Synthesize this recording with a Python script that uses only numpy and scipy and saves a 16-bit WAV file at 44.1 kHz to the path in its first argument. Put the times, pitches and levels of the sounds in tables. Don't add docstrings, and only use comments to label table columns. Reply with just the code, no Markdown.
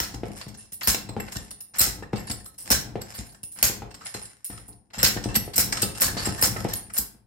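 import sys
import numpy as np
from scipy import signal
from scipy.fft import rfft, irfft
from scipy.io import wavfile

SR = 44100
rng = np.random.default_rng(int(sys.argv[2]) if len(sys.argv) > 2 else 0)


def to_wav(s):
    ch = np.atleast_2d(s).T
    pcm = np.round(np.clip(ch, -1, 1) * 32767)
    wavfile.write(sys.argv[1], SR, pcm.astype(np.int16))


N = 320430

# (time [s], level [dB], treble re level [dB], crack re level [dB],
# chatter time to fall 60 dB [s], collar ring [dB], bench jolt [dB], rocking afterwards [dB])
HARD_BLOWS = [(0.0014, -24.5, -1, 18, 0.31, -59, -36, -43.5), (0.873, -7.5, 5, 3.5, 0.2, -39, -31, -42.5),
              (1.8047, -11.5, 7, 5, 0.24, -26, -36.5, -42.5),
              (2.703, -8, 4, 1.5, 0.21, -18.5, -25.5, -39.5), (3.627, -12, 7, 8, 0.22, -23.5, -31.5, -43),
              (5.03, -6.5, 2, 5.5, 0.22, -24, -29, -37.5), (5.5796, -11.5, 8, 5.5, 0.21, -57, -30.5, -37),
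              (6.018, -10, 5.5, 6.5, 0.2, -41, -40, -34.5), (6.4247, -10.5, 6, 8, 0.2, -27, -30, -35),
              (6.984, -29.5, 16, 10.5, 0.069, -64, -39.5, -72)]
# (time [s], level [dB], treble re level [dB],
# weight ring [dB], chatter time to fall 60 dB [s])
ROD_TAPS = [(.32, -55, -10, -48, .08), (0.3589, -62, -28, -40, 0.043), (0.5739, -47.5, -18, -36, 0.38),
            (0.72, -38, 6, -35, 0.06), (.733, -36.5, 9.5, -27, 0.059), (0.9434, -9, 1, -46, 0.024),
            (1.319, -28.5, 1, -42, 0.062), (1.425, -50, -33, -45, 0.28), (1.5075, -29, -7.5, -32.5, 0.036),
            (1.605, -27.5, 2.5, -32, 0.024), (1.784, -20, 8.5, -22, 0.18), (2.271, -32, -13, -36, 0.1),
            (2.2977, -18.5, -10, -28.5, 0.028), (2.445, -49, 1, -38, 0.037), (2.4557, -34, 0, -35.5, 0.048),
            (2.58, -42.5, 4.5, -33, 0.49), (3.145, -45, -3, -36, .08), (3.1788, -29, -23, -41, 0.15),
            (3.263, -44.5, -7, -46, 0.038), (3.291, -43, -6, -42, 0.036), (3.321, -41.5, -4, -55, 0.037),
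            (3.4316, -29.5, 8.5, -26.5, 0.041), (3.5177, -52.5, 12.5, -32.5, 0.27),
            (3.572, -55, 9, -39.5, 0.041), (4.0494, -41, -19, -36, 0.055),
            (4.0574, -30.5, -29, -30.5, 0.13), (4.1403, -21, -24, -37, 0.056),
            (4.1594, -30, -22, -46, 0.038), (4.2223, -60, -3, -32.5, 0.024), (4.4447, -44, 14, -24.5, 0.2),
            (4.574, -36, -17, -41, 0.061), (4.599, -45, -1, -48, .04), (4.65, -64.5, 3, -52, .05),
            (4.681, -54.5, 18, -39, 0.047), (4.935, -62.5, -9, -51.5, 0.04),
            (5.262, -46, -10, -42.5, 0.069), (5.343, -17.5, -3, -51, 0.024),
            (5.3515, -12.5, 2.5, -27.5, 0.065), (5.452, -44, -10, -37, 0.1),
            (5.534, -28.5, -14.5, -58, 0.087), (5.5575, -27.5, 20.5, -59, 0.061),
            (5.7225, -17, -13, -46, 0.083), (5.768, -18.5, -19, -39, 0.062), (5.8175, -12, 1.5, -26, 0.061),
            (5.845, -37, -2, -38, 0.077), (5.9467, -34.5, -18, -43.5, 0.33), (6.0058, -19, 7.5, -27, 0.077),
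            (6.25, -16.5, -8, -32, 0.12), (6.322, -45, -11, -36.5, 0.075), (6.413, -30.5, 16.5, -18, 0.084),
            (6.7336, -16, 4.5, -44, 0.026), (6.7562, -43, -8, -25.5, 0.026), (6.937, -47, 6, -23, 0.11),
            (6.964, -23, 1, -26.5, 0.041), (6.977, -23, 16, -41, 0.05)]
# (time [s], level [dB], body re level [dB])
JAW_CLINKS = [(0.14, -25, -1), (0.411, -25, 1), (0.4803, -30.5, -7.5), (0.542, -34, -4), (.591, -56, -7),
              (.651, -40, -4), (1.088, -29, 1), (1.198, -29, 3), (1.279, -35, 8.5), (1.355, -23.5, -0.5),
              (1.364, -22.5, -11), (2.026, -48.5, 24), (2.129, -34.5, 7.5), (2.178, -52, 3),
              (2.31, -16, -4.5), (2.398, -38, -3.5), (2.541, -45, -4), (3.0122, -25.5, 1.5),
              (3.112, -38.5, -0.5), (3.345, -37, 1), (3.9065, -34.5, 2), (3.9414, -26, -5),
              (4.252, -32, -38), (4.725, -43.5, -12.5), (4.9025, -62.5, 25), (5.168, -30.5, 16.5),
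              (5.238, -19.5, -10), (5.828, -16, -6), (6.079, -26.5, 12.5), (6.267, -27, -13),
              (6.561, -37.5, 17.5), (6.592, -40, 2), (6.643, -32.5, 10), (6.898, -39, 8)]
# (time [s], level [dB], body re level [dB], treble re level [dB])
ROD_RATTLES = [(0.808, -31.5, -2.5, -12), (.829, -30.5, -9, -1), (1.7368, -37.5, 2.5, -36),
               (2.154, -38.5, 4, -9), (3.137, -39.5, 1, 0), (3.555, -47, 4, -5.5), (3.584, -52, 0, -9),
               (4.007, -49.5, 11, -26), (4.4978, -40.5, -2, -15), (4.933, -36.5, 2, -23),
               (4.984, -24, -8.5, -18), (5.2845, -38, 5.5, -27), (6.167, -25.5, -1, -16),
               (6.374, -34, 1.5, -4), (6.682, -31.5, -1.5, -13), (6.932, -60, -1, 27.5)]
# (time of fastest sliding [s], scrape [dB])
BACK_SLIDES = [(.38, -45), (1.33, -44), (2.24, -56), (3.1, -49), (4.17, -42.5), (4.548, -56), (5.2, -48),
               (5.798, -39), (6.25, -33.5), (6.599, -39)]
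# (time [s], knock [dB], boom re knock [dB])
PART_LANDINGS = [(0.234, -26, -6.5), (.305, -40, 3), (.945, -30.5, -9.5), (1.091, -34, -1),
                 (1.166, -25.5, -5), (2.025, -34, -34), (2.133, -22, -6.5), (2.956, -26, -8),
                 (3.698, -30, -9), (3.821, -29, -6), (4.149, -33.5, -9.5), (5.165, -31.5, -1.5),
                 (5.258, -30.5, 5), (5.478, -32.5, -8), (5.83, -27, -1.5), (6.168, -27.5, -20),
                 (6.563, -31.5, -7), (6.649, -21, -8.5)]
# (time [s], knock [dB])
VISE_LURCHES = [(0.143, -37.5), (0.466, -41.5), (0.723, -58), (1.36, -38.5), (1.872, -37), (2.3, -37.5),
                (3.186, -40), (3.432, -55.5), (4.5, -43), (4.598, -52), (4.686, -49), (4.975, -39.5),
                (5.366, -33), (6.273, -29), (7.147, -57)]
# (edge or edges [Hz], filter kind)
CONTACT_BANDS = [(3000, "low"), ([3000, 8500], "band"), (8500, "high")]
# (pitch [Hz], relative level [dB])
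CLANG_COLOUR = [(290, -46), (500, 19), (679, 15.5), (1250, 17), (1350, 19), (1800, 17.5), (3460, 7),
                (4700, 10), (5210, 20.5), (5930, 8.5), (6970, 13), (7490, 13), (11900, 9.5), (15100, 6),
                (16200, 3.5)]
# (pitch [Hz], width [Hz], under a hard blow [dB], under a light contact [dB])
ROD_TONES = [(1292, 82, 12.5, 13), (1600, 130, 4, -2), (1825, 40, 3.5, 16.5), (1915, 700, 0.5, 3.5),
             (2220, 11, -5.5, -12), (2673, 35, -9, 14), (4600, 120, 9.5, 10.5), (3844, 110, -6, -5.5),
             (4214, 65, -2, 7), (4550, 420, -4.5, -6), (5980, 263, 1.5, -0.5), (6335, 50, 10, -1),
             (7550, 560, -3, 3), (7630, 110, 6, 14.5), (8520, 38, 11, 18.5), (11700, 170, -6, 16),
             (12460, 150, 6.5, 1), (13800, 450, -2, 3)]
CLUSTER_STEPS = [-1, 0, 1]
WEIGHT_PITCHES = [9576, 9748]
WEIGHT_RING_TIMES = [0.27, 0.22]
# (pitch [Hz], level [dB], time to fall 60 dB [s])
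BENCH_TONES = [(59.3, 7, 0.15), (118.1, 5, 0.16), (206.2, 8, 0.044), (272.3, 6, 0.03), (323.3, -5, 0.044),
               (412.8, -14.5, 0.23), (553, -18.5, 0.17), (740, 0.5, 0.019), (856, -12.5, 0.051)]
# (pitch [Hz], level [dB], time to fall 60 dB [s], at least 0.005 when rung)
KNOCK_TONES = [(451, 8.5, 0.011), (802, -5, 0.018), (1210, -15, 0.0065), (1860, -11, 0.0023)]
# (pitch [Hz], time to fall 60 dB [s])
SHOP_TIMES = [(100, 0.22), (400, 0.31), (1500, 0.46), (5000, 0.32), (15000, 0.22)]
# (pitch [Hz], tail level [dB])
SHOP_LEVELS = [(80, -14.5), (300, -8.5), (800, -4), (4000, -1), (15000, -2.5)]

BLOW_BODY_DB, BLOW_BODY_PER_TREBLE, BLOW_RING_DB = -6, 0.022, -32
BLOW_RISE_S, BLOW_CLICK_DB = 0.015, 4.5
COLLAR_HZ, COLLAR_T60_S = 5779, 0.04
POCK_HZ, POCK_T60_S, POCK_DB = 1500, 0.0075, -8.5
TAP_BODY_DB, BODY_PER_TREBLE = -4, -0.72
BODY_PER_STRENGTH, FIRM_TAP_DB = 0.049, -39.5
CLINK_TREBLE_DB, CLINK_RING_DB, CLINK_T60_S = -9.5, -34, 0.043
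RATTLE_RING_DB, RATTLE_T60_S = -16, 0.32
HARD_SPREAD, LIGHT_SPREAD = 0.014, 0.005
CLUSTER_BLOCK, CLUSTER_LUCK_DB = 900, 7.5
GRIP_FLUTTER, GRIP_HZ = 0.35, 60
NICKS_PER_S, NICK_DB = 60, 17
SLIDE_FADE_DB_PER_S = 96
THROW_DB, THROW_RISE_DB_PER_S = -33.5, 118
THROW_S, FLIGHT_S = 0.05, 0.005
LAND_DEEP_DB = -21.5
LURCH_BOOM_DB, LURCH_DEEP_DB = 3, 6
JOLT_BOOM_DB, JOLT_DEEP_DB, JOLT_LAG_S = -2.5, 6, 0.004615
BOUNCE_S, BOUNCE_DB = 0.0085, -12
SETTLE_DB, SETTLE_FADE_DB_PER_S = -3.5, 98.5
ROCK_RISE_S, ROCK_HOLD_S = 0.03, 0.13
ROCK_RISE_DB_PER_S, ROCK_FADE_DB_PER_S = 157, 53.5
RIGHT_LAG = 17
BASS_CUT_HZ, CUTOFF_HZ = 74.6, 15850
GATE_DB, GATE_SLOPE, GATE_RELEASE_S = -62, 0.8, 0.03


def blows():
    s, level, treble, crack_db, t60, collar, _, _ = np.transpose(HARD_BLOWS)
    body = BLOW_BODY_DB + BLOW_BODY_PER_TREBLE * treble
    rows = s, level, body, treble, np.full(len(s), BLOW_RING_DB), t60
    clang = contacts(rows, chatter_db=-4.5, crack_db=crack_db, crack_s=0.013,
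                     modes_db=np.transpose(ROD_TONES)[2], luck_db=5.5, ring_db=-12.0,
                     rise_s=BLOW_RISE_S, click_db=BLOW_CLICK_DB, spread=HARD_SPREAD)
    shaken = rng.standard_normal(N) * bursts(s, collar - 15, 0.57 * t60, 0.01)
    pock = ring(clicks(s, amp(level + crack_db + POCK_DB)), POCK_HZ, POCK_T60_S)
    return clang + pock + ring(shaken, COLLAR_HZ, COLLAR_T60_S)


def light_contacts():
    rows = []
    for s, db, treble, sing, t60 in ROD_TAPS:
        body = TAP_BODY_DB + BODY_PER_TREBLE * max(treble, 0)
        body += BODY_PER_STRENGTH * (db - FIRM_TAP_DB)
        rows.append((s, db, body, treble, sing, t60))
    for s, db, body in JAW_CLINKS:
        rows.append((s, db, body, CLINK_TREBLE_DB, db + CLINK_RING_DB, CLINK_T60_S))
    for s, db, body, treble in ROD_RATTLES:
        rows.append((s, db, body, treble, db + RATTLE_RING_DB, RATTLE_T60_S))
    return contacts(np.transpose(sorted(rows)), chatter_db=-2.5, crack_db=-10.0, crack_s=0.025,
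                    modes_db=np.transpose(ROD_TONES)[3], luck_db=10.5, ring_db=-5.0,
                    rise_s=0.0051, click_db=-2.5, spread=LIGHT_SPREAD)


def contacts(rows, chatter_db, crack_db, crack_s, modes_db, luck_db, ring_db, rise_s, click_db, spread):
    s, level, body, treble, sing, t60 = rows
    drive, crack_noise = 0, rng.standard_normal(N)
    for (edge, kind), db in zip(CONTACT_BANDS, (level + body, level, level + treble)):
        chatter = grit(4.8, alike=0.024) * bursts(s, db + chatter_db, t60, rise_s)
        crack = crack_noise * bursts(s, db + crack_db, np.full(len(s), crack_s), 0.0005)
        click = clicks(s + 0.0012, amp(db + crack_db + click_db))
        drive = drive + filtered(chatter + crack + click, edge, kind)
    latest = np.maximum(np.searchsorted(s, np.arange(N) / SR) - 1, 0)
    favoured_db = modes_db + luck_db * rng.uniform(-1.5, 0.5, (len(s), len(ROD_TONES)))
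    shiver = rng.standard_normal((2, N)) * bursts(s, sing + ring_db - 32.0, t60, 0.0022)
    clang = colour(drive, CLANG_COLOUR)
    rod = rod_modes(drive, favoured_db[latest].T, spread)
    return clang + rod + weight(clicks(s, amp(sing + ring_db)) + shiver)


def rod_modes(drive, db, spread):
    out = 0
    turns = rng.uniform(-1.5, 1, (len(ROD_TONES), len(CLUSTER_STEPS), N // CLUSTER_BLOCK + 2))
    for k, (hz, width, *_) in enumerate(ROD_TONES):
        t60 = np.log(1000) / (np.pi * width)
        for step, turn in zip(CLUSTER_STEPS, turns[k]):
            turn_db = CLUSTER_LUCK_DB * np.interp(np.arange(N) / CLUSTER_BLOCK, np.arange(len(turn)), turn)
            tone = ring(drive * amp(db[k] + turn_db - 6.5), hz * (1 + spread * step), t60)
            out = out + (-1) ** k * tone * 2 * np.pi * width / SR
    return out


def weight(jolts):
    grip = filtered(rng.standard_normal((2, N)), GRIP_HZ, "low")
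    flutter = 1 + GRIP_FLUTTER * grip / np.std(grip)
    return sum(ring(jolt, hz, t60) * shake
               for jolt, hz, t60, shake in zip(jolts, WEIGHT_PITCHES, WEIGHT_RING_TIMES, flutter))


def sliding_level():
    s, level, *_ = np.transpose(HARD_BLOWS)
    thrown_db = swells(s, level + THROW_DB, THROW_RISE_DB_PER_S, 0, 0)
    now = np.arange(N) / SR
    until_blow = np.append(s, 2 * N / SR)[np.searchsorted(s, now)] - now
    throwing = (until_blow < THROW_S) & (until_blow > FLIGHT_S)
    thrown_db = np.where(throwing, thrown_db, -120)
    slid_db = swells(*np.transpose(BACK_SLIDES), SLIDE_FADE_DB_PER_S, 0, SLIDE_FADE_DB_PER_S)
    return np.maximum(thrown_db, slid_db)


def scrape(db):
    caught = rng.random(N) < NICKS_PER_S / SR
    nicks = caught * amp(NICK_DB + 6.6 * rng.standard_normal(N))
    rub = (grit(9.2, alike=0.33) + nicks) * amp(db)
    wander_db = rng.uniform(-8, 8, (N // 1800 + 1, len(ROD_TONES)))
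    wander_db = np.repeat(wander_db, 1800, axis=0)[:N]
    dull = filtered(colour(rub, CLANG_COLOUR), 9000, "low")
    rod = rod_modes(rub, (np.transpose(ROD_TONES)[3] + wander_db).T, LIGHT_SPREAD)
    return amp(-1.0) * dull + amp(-15.0) * rod + amp(-45.0) * weight(rub)


def thuds():
    landings = [(s, db, boom, LAND_DEEP_DB) for s, db, boom in PART_LANDINGS]
    lurches = [(s, db, LURCH_BOOM_DB, LURCH_DEEP_DB) for s, db in VISE_LURCHES]
    jolts = [(s + JOLT_LAG_S, db, JOLT_BOOM_DB, JOLT_DEEP_DB) for s, *_, db, _ in HARD_BLOWS]
    return landings + lurches + jolts


def bench_rumble():
    thud_s, knock_db, boom_db, _ = np.transpose(thuds())
    settle_db = swells(thud_s, knock_db + boom_db + SETTLE_DB, 2000, 0, SETTLE_FADE_DB_PER_S)
    s, *_, rock_db = np.transpose(HARD_BLOWS)
    rocking_db = swells(s + ROCK_RISE_S, rock_db, ROCK_RISE_DB_PER_S, ROCK_HOLD_S, ROCK_FADE_DB_PER_S)
    return np.maximum(settle_db, rocking_db)


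def bench(rumble_db):
    s, knock, boom_re, deep_re = np.transpose(thuds())
    shape = len(s), len(BENCH_TONES)
    luck = amp(rng.uniform(-4, 4, shape)) * rng.choice([-1, 1], shape)
    rocking = amp(rumble_db - 28.0) * rng.standard_normal(N)
    boom = np.zeros(N)
    for k, (hz, db, t60) in enumerate(BENCH_TONES):
        share = deep_re if hz < 80 else boom_re if hz < 290 else 0
        push = clicks(s, amp(knock + share + db) * luck[:, k]) + amp(db) * rocking
        half_cycle = np.hanning(round(SR / hz / 2)) * 4 * hz / SR
        boom += ring(signal.oaconvolve(push, half_cycle)[:N], hz, t60)
    first, again = rng.uniform(-3, 3, (2, len(KNOCK_TONES), len(s)))
    knocks = 0
    for k, (hz, db, t60) in enumerate(KNOCK_TONES):
        hit = clicks(s, amp(knock + db + first[k]))
        bounce = clicks(s + BOUNCE_S, amp(knock + db + BOUNCE_DB + again[k]))
        knocks = knocks - ring(hit + bounce, hz, t60)
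    rattle = rng.standard_normal(N) * bursts(s, knock - 6, np.full(len(s), 0.07), 0.00062)
    return boom + knocks + filtered(rattle, [250, 2300], "band")


def shop(x):
    t, tail = np.arange(SR // 2) / SR, 0
    edges = 60 * 2 ** np.arange(0, 8.6, 0.5)
    white = rng.standard_normal((2, 2, len(t)))
    for k, (low, high) in enumerate(zip(edges, edges[1:])):
        hz = np.sqrt(low * high)
        t60 = max(at_hz(SHOP_TIMES, hz), 0.05)
        band = filtered(white[k % 2], [low, high], "band")
        even_energy = np.sqrt(6 * np.log(10) / (t60 * SR))
        tail = tail + band * amp(at_hz(SHOP_LEVELS, hz) - 60 * t / t60) * even_energy
    tail = tail * np.clip(t / 0.00045, 0, 1)
    return signal.fftconvolve(x[None], tail, axes=1)[:, :N]


def amp(db):
    return 10 ** (np.asarray(db) / 20)


def filtered(x, edge, kind):
    return signal.sosfilt(signal.butter(2, edge, kind, fs=SR, output="sos"), x)


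def at_hz(points, hz):
    p = np.array(points)
    return np.interp(np.log(np.maximum(hz, 1)), np.log(p[:, 0]), p[:, 1])


def colour(x, spectrum):
    gain = amp(at_hz(spectrum, np.fft.rfftfreq(4096, 1 / SR)))
    cepstrum = irfft(np.log(gain))
    cepstrum[1:2048] *= 2
    cepstrum[2049:] = 0
    taps = irfft(np.exp(rfft(cepstrum)))
    taps = taps[None] / np.sqrt(np.sum(taps ** 2))
    return signal.fftconvolve(x, taps, axes=1)[:, :N]


def ring(x, hz, t60):
    r = amp(-60 / (max(t60, 0.005) * SR))
    w = 2 * np.pi * hz / SR
    return signal.lfilter([0, np.sin(w)], [1, -2 * r * np.cos(w), r * r], x + 1e-18)


def clicks(s, gains):
    out = np.zeros(N)
    np.add.at(out, np.round(np.asarray(s) * SR).astype(int), gains)
    return out


def bursts(s, db, t60, rise_s):
    power = np.zeros(N)
    for start, gain, length in zip(s, amp(db), np.clip(t60, 0.005, 0.6)):
        i = round(start * SR)
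        t = np.arange(min(N - i, round(length * SR))) / SR
        envelope = gain * np.minimum(t / rise_s, 1) * amp(-60 * t / length)
        power[i:i + len(t)] += envelope ** 2
    return np.sqrt(power)


def grit(spread_db, alike):
    lumps = amp(spread_db * np.clip(rng.standard_normal(N // 88 + 1), -3, 2))
    lumps = np.repeat(lumps, 88)[:N]
    mid, side = rng.standard_normal((2, N))
    alike = np.clip(alike, 0, 1)
    x = lumps * (np.sqrt(1 + alike) * mid + np.sqrt(1 - alike) * side * [[1], [-1]])
    return x / np.std(x)


def swells(s, db, rise, hold_s, fade):
    t = np.arange(0, N / SR + 0.01, 0.005)[:, None]
    level = db - rise * np.maximum(s - t, 0) - fade * np.maximum(t - s - hold_s, 0)
    return np.interp(np.arange(N) / SR, t[:, 0], level.max(axis=1))


def scene():
    metal = blows() + light_contacts() + scrape(sliding_level())
    wood = bench(bench_rumble()) * amp([[1.3], [-1.3]])
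    left, right = metal
    late_right = np.concatenate([np.zeros(RIGHT_LAG), right[:-RIGHT_LAG]])
    direct = np.array([left, late_right]) + wood
    sent_to_shop = np.mean(metal + amp(4.5) * wood, axis=0)
    return direct + shop(sent_to_shop)


def record(dry):
    dry = filtered(dry, BASS_CUT_HZ, "high")
    r = np.exp(-1 / (GATE_RELEASE_S * SR))
    power = signal.lfilter([1 - r], [1, -r], np.mean(dry ** 2, axis=0), zi=[1e-3])[0]
    level_db = 10 * np.log10(power + 1e-12)
    gated = dry * amp(GATE_SLOPE * np.minimum(level_db - GATE_DB, 0))
    rounded = 1.2 * np.tanh(gated / 1.2)
    return signal.sosfilt(signal.ellip(10, 0.5, 70, CUTOFF_HZ, fs=SR, output="sos"), rounded)


dry = scene()
out = record(dry)
to_wav(out)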